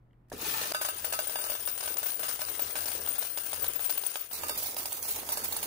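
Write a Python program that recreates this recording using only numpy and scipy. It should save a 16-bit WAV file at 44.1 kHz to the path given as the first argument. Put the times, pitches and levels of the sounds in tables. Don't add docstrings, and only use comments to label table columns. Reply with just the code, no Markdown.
import sys
import numpy as np
from scipy import signal
from scipy.fft import rfft, irfft, next_fast_len
from scipy.io import wavfile
from scipy.ndimage import uniform_filter1d

SR = 44100
rng = np.random.default_rng(int(sys.argv[2]) if len(sys.argv) > 2 else 0)


def bounce(signal):
    frames = np.transpose(np.atleast_2d(signal))
    limited = np.clip(frames, -1, 1)
    pcm = np.round(limited * 32767).astype(np.int16)
    wavfile.write(sys.argv[1], SR, pcm)


def rack_gain(trim_db):
    fader = np.asarray(trim_db, float)
    return 10 ** (fader / 20)


N = 249606
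T = np.arange(N) / SR

# centre in seconds, half width in seconds, depth in dB.
CHANGES = [
    (0.7301, 0.0064, -20.5),
    (4.327, 0.0067, -2.5),
]
LEAVE_KEYS_S, LEAVE_CHUTE_S = [s for s, _, _ in CHANGES]
DIP_STEEPNESS = 3
# frequency in Hz, then left and right level in dB
PLACE_COLOURS = [(60.6, -21, -30, -25, -44, -28, -66), (235, -11.5, -8, -22.5, -18, -17, -12.5),
                 (448, -3.5, -5.5, -13.5, -9, -10, -9.5), (920, -0.5, -5, -10.5, -2.5, -0.5, 4),
                 (1530, -8.5, -9, -13.5, -9.5, -11, -12), (2300, -9, -8, -12.5, -10.5, -8.5, -2.5),
                 (3020, -4, -8, -9.5, -7.5, -5.5, -5.5), (4500, -1.5, -8.5, -6.5, -20, -0.5, -3),
                 (6600, -1.5, -7, -5, -12.5, 2, -2), (7300, -3.5, -8, -7, -15.5, -3, 0.5),
                 (9440, 0, -2.5, -3, -8, 0.5, 4.5), (14270, -5, -3, -4.5, -19.5, 1, 6.5)]
# lower mode left and right in dB, upper modes left and right in dB.
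RING_EARS = [
    (-5, -20, 0.5, -15),
    (4, -14.5, -3, -70),
    (2.5, 2, -2.5, -1),
]

# time in seconds, jostle in dB, ringing in dB, motor strain in dB.
HEAP = [(0.44, -43.5, -37, -66.5), (0.53, -44.5, -33, -67), (0.76, -47.5, -44, -65.5),
        (0.87, -48, -37, -68), (1.01, -44, -37.5, -60.5), (1.5, -46, -33.5, -69), (1.7, -47, -33, -68.5),
        (2.3, -44, -33.5, -64.5), (2.75, -43, -33.5, -60.5), (3.1, -43, -31.5, -62),
        (3.35, -46.5, -31.5, -71), (3.62, -45, -35, -58), (3.95, -47, -32.5, -69),
        (4.25, -48, -39.5, -78.5), (4.4, -50.5, -48, -60), (4.97, -53, -40.5, -66.5),
        (5.099, -49, -39, -62.5), (5.27, -50.5, -56, -57.5)]
START_S, AT_SPEED_S, SPIN_UP_S = 0.314, 0.465, 0.1
# jostle in dB, ringing in dB, motor in dB.
FROM_REST_DB = (-17, -13, 13)
BOOM_DB, BOOM_FOLLOWS, BOOM_STRAIN = -49.5, 0.15, 0.57
CALM_S, CALM_DB = 0.12, 4
# start in seconds, end in seconds.
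LULLS = [(2.15, 2.192), (2.735, 2.753), (3.325, 3.373), (3.768, 3.793), (4.243, 4.309)]
LULL_DB = 3

# frequency in Hz, left in dB, right in dB, T60 in seconds,
# lag of the right ear in radians.
CHUTE = [(606, -10.5, -9, 0.072, 0.25), (955, -67, -11, 0.027, 2.8), (1264, -8, -14, 0.38, 3.7),
         (1513, -18, -6.5, 0.13, 4.2), (1712, -53, -6.5, 0.053, 2.56), (2264, -55, -14.5, 0.094, 2.48),
         (2735, -19.5, -20, 0.19, 0.28), (3660, -20.5, -17, 0.68, 2.5), (4670, -19, -12, 0.29, 2.5)]
# frequency in Hz, width in Hz, level in dB.
HOPPER = [(435, 25, -10), (870, 44, -3), (1290, 130, 1.5), (1790, 44, 7), (2460, 150, 2), (2784, 9, 6),
          (3780, 51, -6), (4960, 147, -26)]
# frequency in Hz, spread between coins in Hz, level in dB, T60 in seconds.
COIN_MODES = [(9220, 146, -5.5, 0.08), (15100, 117, 3.5, 0.066), (15200, 120, 8, 0.063)]
# time in seconds, pitch of the push in Hz, chute ring in dB.
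BAG = [
    (0.75, 606, 20),
    (2.2, 670, 16.5),
    (2.5, 850, 13.5),
    (4.2, 780, 6),
    (4.4, 634, 21),
    (4.8, 830, 13),
]

# time in seconds, knock in dB, crack in dB, upper
# ring in dB over the crack; the two tables below share these columns.
HOPPER_LANDINGS = [
    (0.410, -62, -27, -6),
    (0.514, -59.5, -23, -10),
    (0.615, -40.5, -27.5, -14),
    (0.655, -41, -29.5, -17),
    (0.7185, -33.5, -19, -17),
]
# seconds, knock dB, crack dB, upper ring dB over crack.
CHUTE_LANDINGS = [(0.7469, -26, -21, -18.5), (0.814, -30, -15, -18), (0.848, -31, -17.5, -8),
                  (0.887, -29, -24, -2), (1.045, -32, -22.5, -6), (1.125, -28.5, -20, -25),
                  (1.136, -31.5, -22.5, -18), (1.19, -25.5, -22.5, 0), (1.27, -42.5, -29, 3),
                  (1.296, -36.5, -24, -16), (1.357, -26.5, -22.5, -26), (1.388, -39, -26.5, -18),
                  (1.413, -36.5, -22, -14), (1.442, -36, -21.5, -17.5), (1.465, -37, -28, -15),
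                  (1.498, -33, -23.5, -8), (1.519, -35.5, -30, -17), (1.552, -37.5, -27, -14),
                  (1.675, -31.5, -24, -14), (1.776, -57, -31, -16), (1.805, -37, -27, -22.5),
                  (1.828, -35.5, -21.5, -18), (1.857, -37.5, -25, -18), (1.877, -31, -24, -16),
                  (1.968, -38, -26, -7), (2.03, -34.5, -27, 1), (2.060, -37.5, -22, 1),
                  (2.194, -36, -27.5, -2), (2.232, -29.5, -24, -18.5), (2.283, -33, -19, -15),
                  (2.393, -36, -32, -1), (2.417, -30.5, -26, -11), (2.485, -40, -31.5, -1),
                    (2.5942, -29.5, -25, -1), (2.646, -40.5, -37, -4), (2.7556, -26.5, -24, -19),
                    (2.7635, -33, -27, -19), (2.787, -32.5, -26, -7), (2.856, -37, -28, -10),
                    (2.883, -35.5, -31, -9), (2.916, -38, -35, -10), (3.075, -31, -31, -8),
                    (3.184, -34.5, -49, -5), (3.226, -32, -27, -11.5), (3.249, -40, -29.5, -2),
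                    (3.375, -29.5, -27.5, -5), (3.455, -43, -26.5, -8), (3.531, -29, -24, -18),
                    (3.623, -40, -51, 8), (3.644, -29, -23, -11), (3.757, -44, -55, 8.5),
                    (3.794, -32.5, -34, -5), (3.801, -39, -23, -3), (3.845, -53, -24.5, -9),
                    (3.896, -29, -23, -2), (3.977, -34, -31, 3), (4.037, -32.5, -27.5, -15),
                    (4.064, -36.5, -26, 3), (4.143, -49, -41, -10.5), (4.157, -24.5, -26, -8),
                    (4.312, -40, -35, 5)]
# seconds, knock dB, crack dB, upper ring dB over crack.
COUNTER_LANDINGS = [(4.331, -59, -43, -8), (4.435, -37.5, -37, -20), (4.484, -53, -33, -19),
                    (4.495, -34.5, -30.5, -25), (4.576, -47, -28, -4), (4.624, -45.5, -26.5, -13),
                    (4.659, -43, -26.5, -5), (4.767, -36, -31, -12), (4.779, -54, -28.5, -1),
                    (4.856, -38.5, -35, -14), (4.922, -40.5, -34.5, 1), (5.024, -58, -30.5, -12),
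                    (5.053, -45, -39, -10), (5.080, -44, -25.5, -10), (5.158, -53, -30, -8),
                    (5.29, -35.5, -35, -5), (5.318, -43.5, -25.5, -12), (5.373, -33, -30, -19),
                    (5.437, -44.5, -27, -2), (5.524, -37, -28, -6), (5.565, -36.5, -33, 2),
                    (5.629, -36.5, -34, -34.5)]
LANDINGS = HOPPER_LANDINGS + CHUTE_LANDINGS + COUNTER_LANDINGS
SQUARE_S, GLANCING_S = 0.0004, 0.003
LUCK_DB, DETUNE = 3, 0.012
CRACK_LAG_S, LOWER_RING_DB, LOWER_SPREAD_DB = 0.001, -11, -10.5
CHATTER_PER_S = 330

# time in seconds, level in dB, chink in Hz.
EDGE_HITS = [(0.9967, -35, 1590), (2.7074, -34, 10100), (1.1354, -21, 5150), (1.191, -17.5, 1670),
             (1.4405, -26, 5000), (1.5976, -35, 6300), (1.6532, -30.5, 3400), (1.687, -28, 5350),
             (1.778, -27, 8500), (1.8086, -24, 5300), (1.837, -27, 4700), (1.9418, -29, 5070),
             (1.971, -23, 6900), (2.119, -26, 10900), (2.103, -29, 4120), (2.242, -18, 5230),
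             (2.292, -23, 5400), (2.3123, -26, 1600), (2.4177, -25, 5300), (2.4504, -19, 4960),
             (2.487, -37, 1590), (2.3592, -29, 11100), (4.576, -33, 11900), (2.807, -28, 5100),
             (2.858, -24.5, 5500), (2.883, -26, 4500), (2.9177, -24, 4380), (3.063, -29, 3200),
             (3.119, -29, 11500), (3.385, -24, 5000), (3.5435, -29, 5000), (3.5606, -31, 8400),
             (3.666, -24.5, 3820), (3.7355, -27, 6760), (3.844, -31, 3500), (3.903, -25, 4730),
             (3.9252, -27, 5000), (3.9797, -28, 2740), (3.8353, -39, 11500), (4.117, -33, 9700),
             (4.142, -33, 6900), (4.2426, -40, 5300), (4.3324, -32.5, 8050), (4.484, -33, 8200),
             (4.495, -33, 5400), (4.745, -39, 5430), (4.857, -32, 5000), (4.928, -30.5, 9150),
             (4.209, -33, 11500), (5.027, -34, 6600), (1.3245, -30, 11600)]
EDGE_DB = 13.5
# time in seconds, frequency in Hz, level in dB.
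LOW_RINGS = [(0.741, 9330, -47), (0.853, 9370, -43), (0.897, 9450, -45), (0.973, 9390, -45),
             (1.096, 9300, -43), (1.136, 9440, -46), (1.218, 9350, -42), (1.266, 9320, -46),
             (1.3, 9310, -45), (1.406, 8810, -45), (1.408, 9400, -41), (1.5, 9300, -44), (1.5, 9420, -44),
             (1.599, 9190, -42), (1.655, 9010, -44), (1.657, 9440, -43), (1.657, 9570, -45),
             (1.771, 9100, -43), (1.771, 9450, -42), (1.791, 9220, -43), (2.1, 9440, -40),
             (2.769, 9410, -38), (2.882, 9280, -43), (2.914, 9320, -43), (3.07, 9290, -44),
             (3.102, 9310, -41), (3.184, 9220, -44), (3.457, 9520, -45), (3.597, 9090, -44),
             (3.635, 9110, -43), (3.818, 9300, -45), (3.838, 9090, -44), (3.846, 9320, -43),
             (3.91, 9170, -40), (3.91, 9350, -46), (3.98, 9040, -43), (4.108, 9390, -48),
             (4.136, 9070, -46), (4.599, 9460, -47), (4.682, 9540, -46)]
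# time in seconds, level in dB, frequency in Hz.
HIGH_RINGS = [(0.8097, -33, 14900), (1.0446, -25, 15100), (1.097, -31, 15200), (1.124, -38, 15200),
              (1.276, -27, 15400), (1.4662, -32, 15400), (1.497, -27, 14800), (1.55, -33, 15200),
              (1.6562, -26, 15440), (1.7111, -23, 15200), (1.772, -34, 15400), (1.9785, -24, 15100),
              (2.0359, -26, 15100), (2.0593, -26, 15500), (2.1406, -25, 15100), (2.2833, -32, 15200),
              (2.4105, -23, 15200), (2.4918, -27, 15300), (2.5926, -29, 15300), (2.6166, -21, 15200),
              (2.7567, -38, 15300), (2.8136, -29, 15200), (2.9144, -31, 15300), (2.9633, -36, 15300),
              (3.0815, -25, 15200), (3.1848, -23, 15300), (3.3733, -34, 15300), (3.4542, -28, 15500),
              (3.5305, -37, 15300), (3.5514, -35, 15300), (3.622, -22, 15300), (3.6792, -20, 15330),
              (3.755, -21, 15300), (3.8029, -25, 15300), (3.8533, -23, 15300), (3.9036, -22, 15400),
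              (3.9745, -24, 15300), (4.0608, -31, 15500), (4.1626, -29, 15340), (4.2074, -29, 15400),
              (4.3396, -31, 15300), (4.5771, -27, 15100), (4.626, -25, 15200), (5.106, -21, 15300),
              (5.29, -28, 15200), (5.3194, -22, 15200), (5.4416, -29, 15200), (5.4776, -25, 15100),
              (5.5245, -25.5, 15500), (5.6247, -28, 15200)]
LOW_RING_DB, LOW_RING_T60 = 11, 0.14
HIGH_RING_DB, HIGH_RING_T60 = 14, 0.066

# time in seconds, peak in dB, frequency in Hz, T60 in seconds, tick in dB.
KEY = [(.108, -61, 2000, .008, -22), (.111, -65, 3080, .008, -25), (.131, -62, 3000, 0.01, -7),
       (.134, -61, 1960, .01, -23.5), (.142, -65, 2300, 0.0087, -25), (.284, -74, 1800, 0.041, 4),
       (0.317, -39, 1690, 0.026, -26), (0.299, -66.5, 4500, 0.034, 18.5), (0.3186, -21, 605, 0.0087, -39.5),
       (.324, -35, 680, 0.029, -81), (0.328, -30.5, 6240, 0.0079, -1), (0.336, -41.5, 243, 0.19, -31.5),
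       (0.3212, -45, 960, 0.049, -37)]
# time in seconds, frequency in Hz, level in dB.
TUMBLES = [
    (0.448, 870, -33),
    (0.465, 410, -36),
    (0.54, 1785, -46),
    (0.552, 874, -34.5),
    (0.714, 680, -40),
]
# frequency in Hz, level in dB.
MOTOR = [(25, -22), (42, 3.5), (58, -40), (68, -7), (78, 8), (92, 7), (125, -24), (150, -10), (220, -5),
         (400, -24)]
# frequency in Hz, level in dB per Hz.
ROOM = [(25, -10), (48, 1), (84, -12), (125, -5.5), (250, -12.5), (500, -21.5), (1000, -26), (2000, -36),
        (3500, -47), (6000, -56), (16000, -54)]
ROOM_DB = -63
# frequency in Hz, level in dB.
HUM = (120.5, -64.5)
# frequency in Hz, left-right likeness from 0 to 1.
ALIKE = [(60, 0.9), (290, 0.86), (640, 0.25), (1100, 0), (1400, 0.16), (2200, 0.13)]
# time in seconds, dB relative to the neighbours at which a band is dropped.
THINNING = [(0.7, -4), (0.85, -2.5), (1.5, -2.5), (1.8, -3.4), (4.2, -3.4), (4.35, -1.8), (5.66, -1.8)]
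TOP_HZ = 15700


def unit(x):
    return x / np.sqrt(np.mean(x ** 2) + 1e-20)


def along(points, hz):
    f, v = np.transpose(points)
    return np.interp(np.log(hz + 1), np.log(f + 1), v)


def filtered(x, response):
    m = next_fast_len(N + 8192)
    return irfft(rfft(x, m) * response(np.fft.rfftfreq(m, 1 / SR)), m)[..., :N]


def noise(spectrum, patchy_db=0):
    z = signal.stft(rng.standard_normal((2, N)), nperseg=512)[2]
    field = uniform_filter1d(rng.standard_normal(z.shape[1:]), 4, 0)
    field = uniform_filter1d(field, 9, 1)
    pair = signal.istft(z * rack_gain(patchy_db * unit(field)), nperseg=512)[1][:, :N]

    def mid_side(hz):
        turn = np.arccos(np.clip(along(ALIKE, hz), -1, 1)) / 2
        return rack_gain(along(spectrum, hz)) * [np.cos(turn), np.sin(turn)]

    mid, side = filtered(pair, mid_side)
    return unit(np.array([mid + side, mid - side]))


def bursts(strikes, t60):
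    return signal.lfilter([1], [1, -rack_gain(-60 / (t60 * SR))], strikes)


def ring(hz, t60, phase, t):
    ears = np.exp(1j * np.reshape(phase, (-1, 1)))
    return (ears * np.exp((2j * np.pi * hz - np.log(1000) / t60) * t)).imag


def resonance(f, hz, width):
    return 1j * f * width / (hz * hz - f * f + 1j * f * width)


def add(track, s, sound):
    part = track[:, round(s * SR):][:, :sound.shape[1]]
    part += sound[:, :part.shape[1]]


def powered(level_db):
    return rack_gain(level_db) * np.clip((T - START_S) / 0.012, 0, 1)


def control(column):
    rows = np.array(HEAP)
    resting = np.clip((AT_SPEED_S - T) / SPIN_UP_S, 0, 1)
    return np.interp(T, rows[:, 0], rows[:, column]) + FROM_REST_DB[column - 1] * resting


def stirred():
    times = np.sort([s for s, *_ in LANDINGS])
    since_s = T - times[np.maximum(np.searchsorted(times, T) - 1, 0)]
    calm = np.clip(since_s / CALM_S, 0, 1) * (T > LEAVE_KEYS_S)
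    thin = sum((T > start) * (T < end) for start, end in LULLS)
    return -uniform_filter1d(CALM_DB * (calm - 0.5) + LULL_DB * thin, size=90)


def contacts(per_s, spread_db, t60, scrape):
    hardness = rack_gain(min(spread_db, 7) * np.minimum(rng.exponential(1, N), 2))
    strikes = hardness * (rng.random(N) < per_s / SR)
    steady = scrape * np.where(T < LEAVE_KEYS_S, 1.3, 1)
    return unit(steady + unit(bursts(strikes, t60)))


def ticks():
    hardness = rack_gain(3 * np.minimum(rng.exponential(1, N), 2.4))
    strikes = hardness * (rng.random(N) < 130 / SR)
    return unit(bursts(strikes, 0.0022) * noise([(300, 0), (900, -36.0), (6000, 4.0), (16000, 4.5)]))


def chute_response(f):
    return sum(rack_gain([[left], [right]]) * np.exp([[0], [-1j * lag]]) * resonance(f, hz, 11.6 / t60)
               for hz, left, right, t60, lag in CHUTE)


def hopper_response(f):
    return sum(rack_gain(db) * resonance(f, hz, width) for hz, width, db in HOPPER)


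def jostle():
    rattle = contacts(630, 4, 0.048, scrape=0.41)
    rattle = rattle * noise([(500, 0.36), (1500, 14.6), (16000, 5.0)], patchy_db=2.0)
    boom_colour = [(100, -0.5), (450, 4.5), (900, -13.5), (1600, -3.0), (4000, -35.0)]
    boom = contacts(250, 0.61, 0.035, scrape=0.54) * noise(boom_colour, patchy_db=1.5)

    chute_drive = 0.3 * rattle[0] + 0.5 * rattle + 0.01 * boom
    near_chute = rack_gain(-2.0) * unit(filtered(chute_drive, chute_response))
    hopper_drive = rng.standard_normal((2, N)) * contacts(66, 2.0, 0.035, scrape=0.41)
    near_keys = rack_gain(9.5) * unit(filtered(hopper_drive, hopper_response))
    body = np.where(T < LEAVE_KEYS_S, near_keys, near_chute)

    heap_db = control(1)
    boom_db = BOOM_DB + 7.5 + BOOM_FOLLOWS * (heap_db + 45.5) + BOOM_STRAIN * (control(3) + 66)
    boom_db = boom_db - 6 * (T < AT_SPEED_S - SPIN_UP_S / 2)
    heap = rack_gain(11) * rattle + rack_gain(-1.5) * ticks() + body
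    return powered(boom_db) * boom + powered(heap_db + stirred()) * heap


def coins():
    crowd, solo, t = np.zeros((2, N)), np.zeros((2, N)), np.arange(SR // 22) / SR
    onset = (1 - np.exp(-t / 0.0074)) * (1 - t / t[-1])
    for s, size in zip(rng.uniform(0.36, N / SR, 1200), np.minimum(rng.exponential(1, 1200), 3)):
        luck = rng.standard_normal((len(COIN_MODES), 4))
        modes = sum(rack_gain(db + 0.64 * k[1]) * ring(hz + spread * k[0], t60, 9 * k[2:], t)
                    for (hz, spread, db, t60), k in zip(COIN_MODES, luck))
        add(crowd, s, rack_gain(0.36 * size) * onset * modes)
    for s, _, crack_db, high_db in LANDINGS:
        luck = rng.standard_normal(7)
        low_db = LOWER_RING_DB + LOWER_SPREAD_DB * luck[6]
        low = rack_gain(low_db) * ring(9320 + 150 * luck[5], 0.015, 9 * luck[:2], t)
        high = rack_gain(high_db) * ring(15290 + 110 * luck[4], 0.12, 9 * luck[2:4], t)
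        add(solo, s + CRACK_LAG_S, rack_gain(crack_db + 9.5) * onset * (low + high))
    shimmer = rack_gain(1.5) * powered(control(2) + 0.34 * stirred()) * unit(crowd)
    return shimmer + solo + ringers()


def ringers():
    out, t = np.zeros((2, N)), np.arange(SR // 10) / SR
    high_rings = [(s, hz, db - 6 * (s > LEAVE_CHUTE_S)) for s, db, hz in HIGH_RINGS]
    groups = ((LOW_RINGS, LOW_RING_DB, LOW_RING_T60, 0.004),
              (high_rings, HIGH_RING_DB, HIGH_RING_T60, 0.0035))
    for rows, gain_db, t60, rise_s in groups:
        onset = (1 - np.exp(-t / rise_s)) ** 2 * (1 - t / t[-1])
        for (s, hz, db), k in zip(rows, rng.standard_normal((len(rows), 5))):
            pair = ring(hz, t60, 9 * k[:2], t) + 0.44 * ring(hz + 70 * k[4], t60, 9 * k[2:4], t)
            add(out, s, rack_gain(db + gain_db) * onset * pair)
    return out


def knocks():
    out, t = np.zeros((2, N)), np.arange(SR // 11) / SR
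    bag_s, push_hz, ring_db = np.transpose(BAG)
    for s, knock_db, *_ in LANDINGS:
        luck = rng.standard_normal((len(CHUTE), 4))
        click = sum(ring(hz * (1 + 0.12 * k[2]), 0.0045, [0, -1.2], t)
                    for hz, k in zip((1500, 2500, 3500), luck))
        hz = np.interp(s, bag_s, push_hz) * (1 + 0.026 * luck[1, 2])
        push = ring(hz, 0.009, [0, -0.6], t)
        modes = 0
        for (hz, left, right, t60, lag), k in zip(CHUTE, luck):
            phases = k[1] - np.array([0, lag + 0.13 * k[3]])
            ears = rack_gain([[left + LUCK_DB * k[0]], [right + LUCK_DB * k[0]]])
            modes = modes + ears * ring(hz * (1 + DETUNE * k[2]), t60, phases, t)
        modes = rack_gain(np.interp(s, bag_s, ring_db) - 8.5) * modes
        slap = uniform_filter1d(rng.standard_normal((2, len(t))), size=5) * rack_gain(-60 * t / 0.024)
        add(out, s, rack_gain(knock_db) * (rack_gain(10) * click + rack_gain(7) * push + modes + rack_gain(4.5) * slap))
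    return out


def cracks():
    out, t = np.zeros((2, N)), np.arange(SR // 11) / SR
    for s, knock_db, crack_db, _ in LANDINGS:
        rise_s = GLANCING_S if knock_db < crack_db - 13 else SQUARE_S
        onset = 1 - np.exp(-t / rise_s)
        chinks = sum(ring(3000 + 11000 * u[0], 0.042, 9 * u[1:], t) for u in rng.random((3, 3)))
        chatter = 0.5 + 0.5 * unit(bursts(rng.random(len(t)) < CHATTER_PER_S / SR, 0.036))
        tail = 0.42 * chatter * rack_gain(-60 * t / 0.42) * (1 - t / t[-1])
        burst = (rack_gain(-60 * t / 0.013) + tail) * rng.standard_normal((2, len(t)))
        add(out, s + CRACK_LAG_S, rack_gain(crack_db + 2.0) * onset * (burst + 0.39 * chinks))
    return out


def edges():
    out, t = np.zeros((2, N)), np.arange(SR // 50) / SR
    onset = 1 - np.exp(-t / SQUARE_S)
    for s, db, hz in EDGE_HITS:
        spit = rack_gain(-60 * t / 0.011) * rng.standard_normal((2, len(t)))
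        chink = ring(hz, 0.005, 9 * rng.random(2), t)
        add(out, s, rack_gain(min(db, -27) + EDGE_DB) * onset * (0.65 * spit + chink))
    return out


def key():
    out, t = np.zeros((2, N)), np.arange(SR // 10) / SR
    for s, db, hz, t60, tick_db in KEY:
        tick = rack_gain(tick_db - 60 * t / t60) * rng.standard_normal((2, len(t)))
        add(out, s, rack_gain(db) * (1 - np.exp(-t / 0.00055)) * (ring(hz, t60, 0, t) + tick))
    for s, hz, db in TUMBLES:
        add(out, s, rack_gain(db) * (1 - np.exp(-t / 0.0029)) * ring(hz, 0.076, [0, 0], t))
    return out


def background():
    motor = rack_gain(4.0) * powered(control(3)) * noise(MOTOR, patchy_db=-0.5)
    hum_hz, hum_db = HUM
    hum_gain = rack_gain(hum_db + 4.6 * np.clip((T - START_S) / 0.11, 0, 1))
    hum = hum_gain * np.sqrt(2) * np.sin(2 * np.pi * hum_hz * T)
    turned_down = rack_gain(np.interp(T, [0.62, 0.74], [0, -13]))
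    return turned_down * (rack_gain(ROOM_DB) * noise(ROOM) + hum) + motor


def scene():
    machine = jostle() + knocks() + cracks() + edges()
    rings = coins()
    low_rings = filtered(rings, lambda hz: hz < 12000)
    high_rings = rings - low_rings
    table = np.array(PLACE_COLOURS)
    place = np.searchsorted([s for s, _, _ in CHANGES], T)
    out = background() + key()
    for k, ears_db in enumerate(RING_EARS):
        colour = lambda hz: rack_gain([along(table[:, [0, 2 * k + ear]], hz) for ear in (1, 2)])
        heard = rack_gain(ears_db[:2])[:, None] * low_rings + rack_gain(ears_db[2:])[:, None] * high_rings
        out = out + (place == k) * (filtered(machine, colour) + heard)
    dip_db = sum(db * np.clip(DIP_STEEPNESS * (1 - np.abs(T - s) / half), 0, 1)
                  for s, half, db in CHANGES)
    return out * rack_gain(dip_db)


def thinned(x):
    hz, s, z = signal.stft(x, SR, "cosine", nperseg=2048)
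    bands = z[:, :1024].reshape(2, 128, 8, -1)
    level_db = 10 * np.log10(np.mean(np.abs(bands) ** 2, axis=(0, 2)) + 1e-20)
    clumps = uniform_filter1d(rng.standard_normal(level_db.shape), size=3, axis=0)
    clumps_db = 1.3 * unit(uniform_filter1d(clumps, size=2, axis=1))
    over_neighbours_db = level_db - uniform_filter1d(level_db, size=7, axis=0)
    weak = over_neighbours_db < np.interp(s, *np.transpose(THINNING)) + clumps_db
    band_hz = hz[:1024:8, None]
    weak &= (band_hz > 2300) & (band_hz < 8300)
    kept = np.pad(np.repeat(~weak, 8, axis=0), ((0, 1), (0, 0)))
    return signal.istft(z * kept, SR, "cosine", nperseg=2048)[1][:, :N]


def band_limit(x):
    return signal.sosfilt(signal.butter(12, 16670, fs=SR, output="sos"), x)


def record(dry):
    limited = filtered(dry, lambda hz: 1 / (1 + (hz / TOP_HZ) ** 300))
    mix = thinned(limited)
    return band_limit(mix)


dry = scene()
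out = record(dry)
bounce(out)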